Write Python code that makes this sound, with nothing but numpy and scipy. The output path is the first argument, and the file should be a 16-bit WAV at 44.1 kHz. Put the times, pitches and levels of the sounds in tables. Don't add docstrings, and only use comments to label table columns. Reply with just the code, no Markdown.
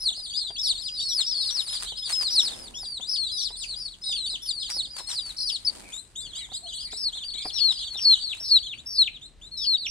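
import sys
import numpy as np
from scipy import signal
from scipy.fft import rfft, irfft
from scipy.io import wavfile
from scipy.ndimage import map_coordinates

SR = 44100
rng = np.random.default_rng(int(sys.argv[2]) if len(sys.argv) > 2 else 0)


def transcribe(signal):
    frames = np.atleast_2d(signal).T
    limited = np.clip(frames, -1, 1)
    pcm = np.round(limited * 32767).astype(np.int16)
    wavfile.write(sys.argv[1], SR, pcm)


N = 436590
TIME = np.arange(N) / SR


def undb(db):
    return 10 ** (np.asarray(db) / 20)


def unit(x):
    return x / np.sqrt(np.mean(x ** 2) + 1e-20)


def gain_at(hz, curve):
    curve_hz, db = np.transpose(curve)
    return undb(np.interp(np.log(hz + 1), np.log(curve_hz), db))


def colour(x, curve):
    size = x.shape[-1]
    return irfft(rfft(x) * gain_at(np.fft.rfftfreq(size, 1 / SR), curve), size)


def wander(size, rate):
    knots = rng.standard_normal(int(size * rate / SR) + 2)
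    return map_coordinates(knots, [np.arange(size) * rate / SR], order=2, mode="nearest")


def add(out, start, x):
    i = max(int(start * SR), 0)
    out[:, i:i + x.shape[1]] += x[:, :max(N - i, 0)]


def clock(start, end):
    return np.arange(int((end - start) * SR)) / SR


def place(x, start, left_db, scatter, phone_moved_s=5.7):
    t = clock(0, .02)
    paths = rng.standard_normal((2, len(t))) * (rng.random((2, len(t))) < .03) * np.exp(-t / .02)
    paths *= scatter / np.sqrt(np.sum(paths ** 2, axis=1, keepdims=True))
    left_lag, right_lag = (10, 0) if start < phone_moved_s else (0, 2)
    paths[0, left_lag] += 1
    paths[1, right_lag] += 1
    balance = undb([[left_db / 2], [-left_db / 2]])
    return signal.fftconvolve(x[None], paths, axes=1) * balance / np.hypot(1, scatter)


def pen_echo(x, echo_db, ring_s=0.3):
    t = clock(0, 0.31)
    tail = rng.standard_normal((2, len(t))) * undb(-60 * t / ring_s) * np.minimum(t / 0.011, 1)
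    tail /= np.sqrt(np.sum(tail ** 2, axis=1, keepdims=True))
    tail = colour(tail, [(5500, 0.012), (8000, 6)])
    return x + undb(echo_db) * signal.fftconvolve(x, tail, axes=1)[:, :N]


# frequency_hz, gain_db
RUMBLE_TONE = [(28, -19), (39, 4), (48, -4), (100, -12), (300, -20.5), (1000, -32), (4000, -34),
               (9000, -52), (15000, -68)]

def yard(rumble_db=-57, shuffle_db=-53):
    noise = rng.standard_normal(N) + .5 * rng.standard_normal((2, N))
    rumble = unit(colour(noise, RUMBLE_TONE)) * undb(rumble_db + wander(N, 8.3))
    shuffle = unit(colour(rng.standard_normal((2, N)), [(60, -52), (200, 37.5), (1000, 29), (3000, -108)]))
    swells = np.exp(-((TIME - 2.55) / .25) ** 2) + np.exp(-((TIME - 5.8) / .12) ** 2)
    return rumble + shuffle * swells * undb(shuffle_db)


# start_s, end_s, level_db, pitch_hz
FAR_CALLS = [(5.78, 5.977, -56.5, 2370), (6.344, 6.493, -55, 2240), (6.604, 6.705, -53.5, 683),
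             (6.845, 6.966, -56, 2237), (7.307, 7.51, -55.5, 2310)]

def distant_birds():
    out = np.zeros((2, N))
    for start, end, db, hz in FAR_CALLS:
        t = clock(start, end)
        phase = 2 * np.pi * np.cumsum(hz * (1 + .06 * wander(len(t), 250))) / SR
        tone = 2 * undb(db) * np.sin(phase) * np.hanning(len(t))
        add(out, start, place(tone, start, left_db=0, scatter=2.0))
    return out


# frequency_hz, gain_db
MEAL_TONE = [(150, -24), (900, -1.5), (2500, -3.5), (4500, -0.5), (6500, -8.5), (8700, -1), (10000, -8),
             (11500, -18), (15500, -28)]
# middle_s, length_s, level_db
SCRAPES = [(1.201, 0.034, -43), (1.588, 0.31, -52.5), (1.758, 0.049, -46), (1.836, 0.029, -40),
           (2.106, 0.031, -37), (2.223, 0.023, -35), (2.46, 0.27, -47), (4.709, 0.027, -42),
           (4.988, 0.034, -43), (5.113, 0.039, -42), (5.192, 0.0089, -44.5), (5.295, 0.068, -50.5),
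           (5.817, 0.2, -54.5), (7.723, 0.008, -43.5), (7.9, 0.78, -62.5)]

def scratching(steady_db=-64, crumbs_per_s=350):
    effort = undb(steady_db + 3 * wander(N, 16)) * np.interp(TIME, [8.3, 9.2], [1, .3])
    for middle, length, db in SCRAPES:
        effort += undb(db + 2.5 * wander(N, 70)) * np.exp(-2 * ((TIME - middle) / length) ** 2)
    cracks = (rng.random(N) < crumbs_per_s / SR) * undb(3.5 * np.minimum(rng.exponential(size=N), 2))
    crackle = .55 + signal.fftconvolve(cracks, np.exp(-clock(0, .006) / .0008))[:N]
    return unit(colour(crackle * rng.standard_normal((2, N)), MEAL_TONE)) * effort


# pitch_hz, gain_db, ring_s (time to fade by 60 dB)
PAN_NOTES = [(433, -12.5, 0.084), (776, 9.5, 0.01), (967, -15, 0.088), (1350, 3.5, 0.0034),
             (1910, -8, 0.0089)]

def knock(peak_db, contact_s):
    t = clock(0, .15)
    ring = sum(np.sin(2 * np.pi * hz * t) * undb(db - 60 * t / ring_s) for hz, db, ring_s in PAN_NOTES)
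    grit = rng.standard_normal(len(t)) + .5 * rng.standard_normal((2, len(t)))
    push = grit * t * np.exp(-t / contact_s)
    sound = signal.fftconvolve(push, ring[None], axes=1)
    return undb(peak_db) * sound / np.abs(sound).max()


# start_s, peak_db
PAN_TAPS = [(0.502, -37.5), (1.84, -47.5), (1.919, -41.5), (2.829, -41), (2.996, -41.5), (3.502, -40),
            (4.762, -39), (5.0, -34.5), (5.527, -46), (6.515, -39.5), (6.928, -37.5), (7.951, -41),
            (8.056, -44), (8.407, -44)]

def feed_pan(peck_count=45, pecking_s=8.3, peck_db=-49, thump_s=7.451):
    out = np.zeros((2, N))
    for start, db in PAN_TAPS:
        add(out, start, knock(db, contact_s=0.0037))
    for when, force in rng.random((peck_count, 2)):
        add(out, pecking_s * when, knock(peck_db + 10 * (force - .5), contact_s=.001))
    add(out, thump_s, knock(peak_db=-28, contact_s=0.0055))
    return out


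# frequency_hz, gain_db
THROAT_TONE = [(2400, 12.5), (3200, 2), (3900, -1), (4500, -2), (5500, -4.5), (6200, -17)]
# frequency_hz, gain_db
OVERTONE_SHAPE = [(5500, 1.5), (7200, -0.5), (10500, -6), (12200, -23), (15000, -43.5)]

def whistle(t, hz, db, overtone_db, flutter_db=2.0, attack_s=0.012, release_s=0.0071):
    hz = hz * (1 + 0.0057 * wander(len(t), 232.5))
    phase = 2 * np.pi * np.cumsum(hz) / SR
    main = gain_at(hz, THROAT_TONE) * np.sin(phase)
    second = gain_at(2 * hz, OVERTONE_SHAPE) * np.sin(2 * phase)
    third = undb(-7) * gain_at(3 * hz, OVERTONE_SHAPE) * np.sin(3 * phase)
    tone = undb(db) * main + undb(overtone_db) * (second + third)
    fades = np.minimum(t / attack_s, 1) * np.minimum((t[-1] - t) / release_s, 1)
    return np.sqrt(2) * tone * fades * undb(flutter_db * wander(len(t), 117.2))


def breath_bend(t, drop, drop_s):
    scoop = 1 - 0.1503 * np.exp(-t / 0.006594)
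    drift = 1 + 0.00585 * wander(len(t), 56)
    collapse = 1 - drop * np.exp((t - t[-1]) / drop_s)
    return scoop * drift * collapse


def arch(t, top_hz):
    return top_hz * (1 - 0.21 * (2 * t / t[-1] - 1) ** 2)


# start_s, end_s, level_db, typical_pitch_hz
MURMURS = [(0.0, 2.56, -41, 4334), (3.05, 3.78, -42, 4544), (4.031, 5.15, -51.5, 4320),
           (6.3, 7.05, -45, 4135), (7.051, 8.86, -40.5, 4255)]

def murmuring(pips_per_s=18, shortest_s=0.037, longest_s=.085):
    out = np.zeros((2, N))
    for start, end, db, hz in MURMURS:
        for when, length, height in rng.random((int(pips_per_s * (end - start)), 3)):
            t = clock(0, shortest_s + length * (longest_s - shortest_s))
            tone = whistle(t, arch(t, hz * (1 + 0.36 * (height - .5))), db, db - 16)
            add(out, start + when * (end - start - t[-1]), place(tone, start, left_db=0, scatter=1.13))
    return out


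def add_soft_call(out, start, t, hz, db, overtone_db, swell_db=1.0):
    tone = whistle(t, hz, db, overtone_db) * undb(swell_db * (t / t[-1] - .5))
    add(out, start, place(tone, start, left_db=4 + 2 * rng.standard_normal(), scatter=0.61))


# start_s, end_s, level_db, top_pitch_hz
PIP_CALLS = [(3.681, 3.715, -37, 4500), (4.243, 4.313, -33.5, 4596), (4.29, 4.337, -38.5, 5070),
             (6.34, 6.42, -50, 4920), (6.516, 6.588, -42, 4910), (6.664, 6.77, -49, 4860),
             (6.773, 6.883, -37.5, 4930), (6.894, 6.956, -43.5, 5120), (7.443, 7.493, -33, 5180),
             (8.725, 8.812, -56, 4560)]

def pips():
    out = np.zeros((2, N))
    for start, end, db, top_hz in PIP_CALLS:
        t = clock(start, end)
        add_soft_call(out, start, t, arch(t, top_hz), db, db - 13)
    return out


# start_s, end_s, level_db, overtone_db, first_pitch_hz
TWITTER_CALLS = [(0.328, 0.378, -37, -48.5, 3587), (0.559, 0.616, -37, -50, 3464),
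                 (0.769, 0.81, -38.5, -47.5, 3880), (0.991, 1.052, -37, -49.5, 3790),
                 (1.72, 1.764, -40.5, -46, 3680), (2.737, 2.802, -44, -53.5, 3380),
                 (3.005, 3.069, -40.5, -51, 3607), (5.92, 6.008, -42.5, -46, 3650),
                 (6.153, 6.224, -40.5, -44.5, 3754), (6.349, 6.408, -39, -42, 3824),
                 (6.531, 6.585, -38, -41.5, 3880), (6.726, 6.779, -42, -42.5, 3975),
                 (6.915, 6.985, -42.5, -45.5, 3890), (7.117, 7.177, -45.5, -51, 3850),
                 (7.333, 7.4, -37, -51.5, 3880), (8.346, 8.399, -48.5, -60, 3876),
                 (8.774, 8.812, -44, -56.5, 3610), (9.211, 9.276, -45.5, -57, 3720),
                 (9.412, 9.486, -47, -59, 3640)]

def twitters():
    out = np.zeros((2, N))
    for start, end, db, overtone_db, first_hz in TWITTER_CALLS:
        t = clock(start, end)
        scoop = 1 - 0.33 * np.exp(-t / 0.0064)
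        step = 1 + .135 * (.5 + .5 * np.tanh((t / t[-1] - .69) / 0.088))
        droop = 1 - .07 * np.exp((t - t[-1]) / 0.00674)
        add_soft_call(out, start, t, first_hz * scoop * step * droop, db, overtone_db)
    return out


# start_s, end_s, level_db, pitch_hz, swings_per_s
TRILL_CALLS = [(5.363, 5.441, -30, 4860, 42)]

def trill():
    out = np.zeros((2, N))
    for start, end, db, hz, rate in TRILL_CALLS:
        t = clock(start, end)
        swing = 6.3 / rate * np.cos(2 * np.pi * rate * t)
        add_soft_call(out, start, t, hz * (1 - swing), db, db - 17.5)
    return out


# start_s, end_s, level_db, overtone_db, top_pitch_hz, low_pitch_hz,
# bend (1 = a straight slide, 4 = held, then a late plunge)
CHEEP_CALLS = [(0.06, 0.14, -39, -48, 4650, 3400, 1.57), (0.154, 0.269, -37.5, -55.5, 4990, 3700, 6.3),
               (0.297, 0.482, -36, -53.5, 4650, 3710, 2.2), (0.225, 0.304, -45.5, -51, 5110, 3550, 1.7),
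               (0.467, 0.573, -39.5, -58, 4770, 3980, 8), (0.771, 0.834, -39, -56, 4990, 3760, 1.4),
               (0.926, 1.021, -40, -56, 5230, 3400, 2), (1.199, 1.285, -35, -69, 5190, 5010, 2.2),
               (1.258, 1.325, -40, -69, 5080, 3740, 1.6), (1.867, 1.987, -47.5, -64, 4280, 3390, 1.22),
               (0.636, 0.792, -36, -52.5, 4530, 4175, 2.5), (0.807, 0.895, -36.5, -49, 5590, 3225, 1.24),
               (0.834, 1.013, -36, -73, 4926, 4740, 2), (0.971, 1.129, -31.5, -48.5, 4576, 3500, 3.8),
               (0.988, 1.114, -39, -58, 5630, 3860, 3.1), (1.119, 1.233, -38, -66, 5030, 3495, 1.95),
               (1.355, 1.499, -32, -49, 4467, 4120, 3.14), (1.393, 1.51, -31.5, -48.5, 5220, 3660, 4.6),
               (1.581, 1.703, -37.5, -45.5, 5285, 3330, 2.84), (1.676, 1.784, -31.5, -44, 5136, 4110, 4.2),
               (1.963, 2.084, -33, -53, 5144, 4090, 4.2), (2.046, 2.161, -40.5, -45, 4540, 2980, 4.2),
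               (2.257, 2.387, -31.5, -63, 4950, 4110, 4.1), (2.53, 2.688, -44, -55, 5250, 3820, 3.3),
               (2.744, 2.864, -38, -51, 5590, 3690, 2.45), (2.838, 2.986, -34.5, -52, 4920, 3965, 1.74),
               (3.065, 3.17, -32, -48.5, 4960, 3540, 5.4), (3.287, 3.392, -37, -61, 4200, 3690, 1.5),
               (3.309, 3.423, -31, -47.5, 5030, 4100, 3.7), (3.56, 3.648, -40.5, -44.5, 4550, 2840, 2.2),
               (3.606, 3.752, -39, -58, 4950, 3890, 2.25), (3.676, 3.751, -39, -55, 4685, 3535, 1.7),
               (3.753, 3.89, -37, -55, 4920, 4190, 2.5), (3.777, 3.875, -40.5, -69, 5430, 5100, 1.2),
               (3.885, 3.947, -45.5, -60, 4570, 3200, 2.3), (4.012, 4.196, -37, -62, 5385, 4190, 1.5),
               (4.031, 4.134, -39, -46, 4455, 3310, 2.2), (4.035, 4.172, -36.5, -70, 3950, 3400, 1.3),
               (4.306, 4.364, -34, -50.5, 4385, 3200, 1.5), (4.471, 4.638, -35.5, -54, 4900, 3520, 2),
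               (4.587, 4.673, -38, -49.5, 4460, 3430, 2.3), (4.588, 4.693, -39, -58, 5060, 4300, 2.5),
               (4.685, 4.782, -37.5, -54, 4850, 4320, 6.3), (4.97, 5.181, -43.5, -73, 5300, 4500, 2.8),
               (4.812, 4.862, -35, -52.5, 4580, 3620, 1.9), (4.896, 5.01, -39.5, -64, 5120, 4130, 1.2),
               (5.065, 5.122, -36.5, -42, 4500, 4030, 1.25), (5.16, 5.318, -38, -54.5, 4886, 4010, 1.94),
               (5.4, 5.508, -30, -45.5, 5110, 3370, 3.3), (5.462, 5.571, -31.5, -46.5, 5910, 3900, 1.04),
               (6.202, 6.273, -43.5, -59, 3635, 3280, 2), (6.209, 6.325, -47, -60, 4890, 3700, 1.7),
               (6.378, 6.461, -41.5, -54, 4120, 3530, 1.27), (6.624, 6.715, -41.5, -55, 4350, 3500, 2.47),
               (7.164, 7.243, -39.5, -60, 3980, 3280, 1.52), (7.232, 7.31, -36.5, -57, 4720, 4270, 2.9),
               (7.289, 7.361, -39.5, -58, 4540, 3680, 3.3), (7.412, 7.511, -37, -58, 4900, 3550, 2.6),
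               (7.507, 7.597, -37.5, -77, 4460, 3220, 1.64), (7.697, 7.815, -39, -65, 5155, 3650, 2.6),
               (7.833, 7.975, -41.5, -80, 4550, 3730, 2.5), (7.943, 7.998, -37, -70, 3720, 3230, 2.7),
               (8.201, 8.339, -35, -68, 4700, 3080, 1.93), (8.565, 8.742, -39, -66.5, 4500, 3025, 2.3),
               (9.029, 9.085, -35, -63, 4080, 3000, 1.7), (9.108, 9.178, -44.5, -70, 4292, 3430, 1.25),
               (9.509, 9.659, -39, -63, 4520, 3250, 1.11), (9.768, 9.872, -34.5, -57, 4710, 3110, 1.75)]

def cheeps():
    out = np.zeros((2, N))
    for start, end, db, overtone_db, top_hz, low_hz, bend in CHEEP_CALLS:
        t = clock(start, end)
        slide_hz = top_hz + (low_hz - top_hz) * (t / t[-1]) ** bend
        breath = breath_bend(t, drop=0.259 * (.5 + 0.72 * rng.random()), drop_s=0.00674)
        add_soft_call(out, start, t, slide_hz * breath, db, overtone_db)
    return out


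def peep_pitch(t, top_hz, low_hz, lock_s, locked, tail_s, before_lock_hz=4606, after_lock_hz=4486):
    sag = top_hz + (before_lock_hz - top_hz) * np.minimum(t / lock_s, 1) ** 2.2
    slide = np.interp(t, [lock_s, t[-1] - tail_s], [after_lock_hz, low_hz])
    waver = 1 + 0.00528 * wander(len(t), 76.8)
    return (sag + (slide - sag) * locked) * waver * breath_bend(t, drop=0.33, drop_s=0.0105)


# start_s, end_s, top_level_db, low_level_db, overtone_db, left_over_right_db,
# top_pitch_hz, low_pitch_hz, lock_at_s (when the voice locks into one pure tone)
PEEP_CALLS = [(0.0, 0.096, -34, -22.5, -40, 1.5, 5480, 3785, .058),
              (0.36, 0.5, -26, -38, -58, 9, 5100, 3650, .41),
              (0.581, 0.681, -27, -30, -45.5, 4.5, 5516, 3740, .645),
              (0.63, 0.719, -26, -21.5, -34, 2, 5610, 3930, .697),
              (1.084, 1.221, -25.5, -25, -36, 6.5, 5760, 3793, 1.183),
              (1.262, 1.437, -24, -30, -55, 7.5, 5645, 4050, 1.347),
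              (1.504, 1.611, -25.5, -26, -44.5, 7, 5870, 3850, 1.578),
              (2.12, 2.291, -25.5, -27.5, -44, 3, 5284, 3870, 2.245),
              (2.301, 2.409, -26.5, -19, -35, 3.5, 5800, 3756, 2.366),
              (2.391, 2.486, -24, -27.5, -37.5, 4, 5700, 3880, 2.463),
              (3.086, 3.279, -28.5, -29.5, -48, 6.5, 5504, 3976, 3.18),
              (3.368, 3.478, -29.5, -28.5, -45.5, 9, 6000, 3940, 3.458),
              (4.057, 4.271, -33.5, -32.5, -47.5, 3.5, 4984, 3680, 4.16),
              (4.418, 4.518, -39.5, -26.5, -38, 3.5, 5680, 3810, 4.489),
              (4.702, 4.813, -32.5, -26.5, -41.5, -2, 5730, 3920, 4.783),
              (5.086, 5.202, -34.5, -29, -46, -0.5, 5730, 3860, 5.168),
              (5.647, 5.692, -25, -19, -42, 6.5, 5490, 5030, 5.674),
              (6.965, 7.09, -32, -24.5, -46, 4.5, 5480, 4320, 7.052),
              (7.53, 7.718, -29, -20.5, -50, 8, 5810, 3970, 7.607),
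              (7.97, 8.146, -31.5, -14, -45, 3, 5810, 4050, 8.054),
              (8.396, 8.579, -32, -14.5, -43.5, 2.5, 5600, 4019, 8.512),
              (8.858, 9.034, -32.5, -15, -41, 3, 5580, 4040, 8.984),
              (9.569, 9.761, -31.5, -19.5, -48, 3.5, 5460, 3980, 9.671),
              (9.86, 10.05, -30.5, -15.5, -45.5, -6, 5750, 3820, 9.97)]

def peeps(beat_hz=350, rasp_swing_hz=210, quiver_hz=58, quiver_s=.022, tail_s=.014):
    out = np.zeros((2, N))
    for start, end, top_db, low_db, overtone_db, left_db, top_hz, low_hz, lock_at in PEEP_CALLS:
        t = clock(start, end + tail_s)
        lock_s = lock_at - start
        since_lock = t - lock_s
        locked = .5 + .5 * np.tanh(since_lock / .004)
        loose = 1 - locked
        strain = np.clip((low_db - top_db) / 14, 0, 1)
        quiver = .028 * strain * loose * np.exp(-((since_lock + quiver_s) / quiver_s) ** 2)
        hz = peep_pitch(t, top_hz, low_hz, lock_s, locked, tail_s)
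        hz *= 1 + quiver * np.sin(2 * np.pi * quiver_hz * t)
        squeal = np.interp(top_hz, [5800, 6000], [0, 1])
        rasp = max(strain, squeal) * loose * np.clip(t / .065, 0, 1)
        beat = 2 * np.pi * np.cumsum(beat_hz * (1 + .25 * wander(len(t), 150))) / SR
        swell = locked + .5 * loose * np.exp(np.minimum(since_lock, 0) / quiver_s)
        db = top_db + (low_db - top_db) * swell
        tone = whistle(t, hz + rasp_swing_hz * rasp * np.sin(beat), db, overtone_db - 3 * loose,
                       flutter_db=1 + .7 * loose, attack_s=.008, release_s=.008)
        tone *= 1 + .55 * rasp * np.cos(beat)
        second_voice = whistle(t, hz * .845, top_db - 10, overtone_db=-np.inf)
        late_entry = np.clip(t / 0.025 - 1, 0, 1)
        tone += strain * late_entry * loose * second_voice
        beak_shut = .5 + .5 * np.tanh((t - (end - start)) / 0.002)
        tone *= undb(-0.5 * t / t[-1] - 22 * beak_shut * (0.66 + 0.15 * strain))
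        add(out, start, place(tone, start, left_db, scatter=.65 - .5 * strain))
    return out


def scene():
    loud = pen_echo(peeps(), echo_db=-21)
    chatter = cheeps() + twitters() + pips() + trill() + murmuring()
    rest = pen_echo(chatter + distant_birds() + scratching() + feed_pan(), echo_db=-13)
    return loud + rest + yard()


# frequency_hz, gain_db
PHONE_TONE = [(5600, 2), (6150, 5.5), (7000, 5.5)]

def record(dry, top_hz=15700):
    top_cut = signal.ellip(8, .2, 70, top_hz, fs=SR, output="sos")
    return signal.sosfilt(top_cut, colour(dry, PHONE_TONE))


dry = scene()
out = record(dry)
transcribe(out)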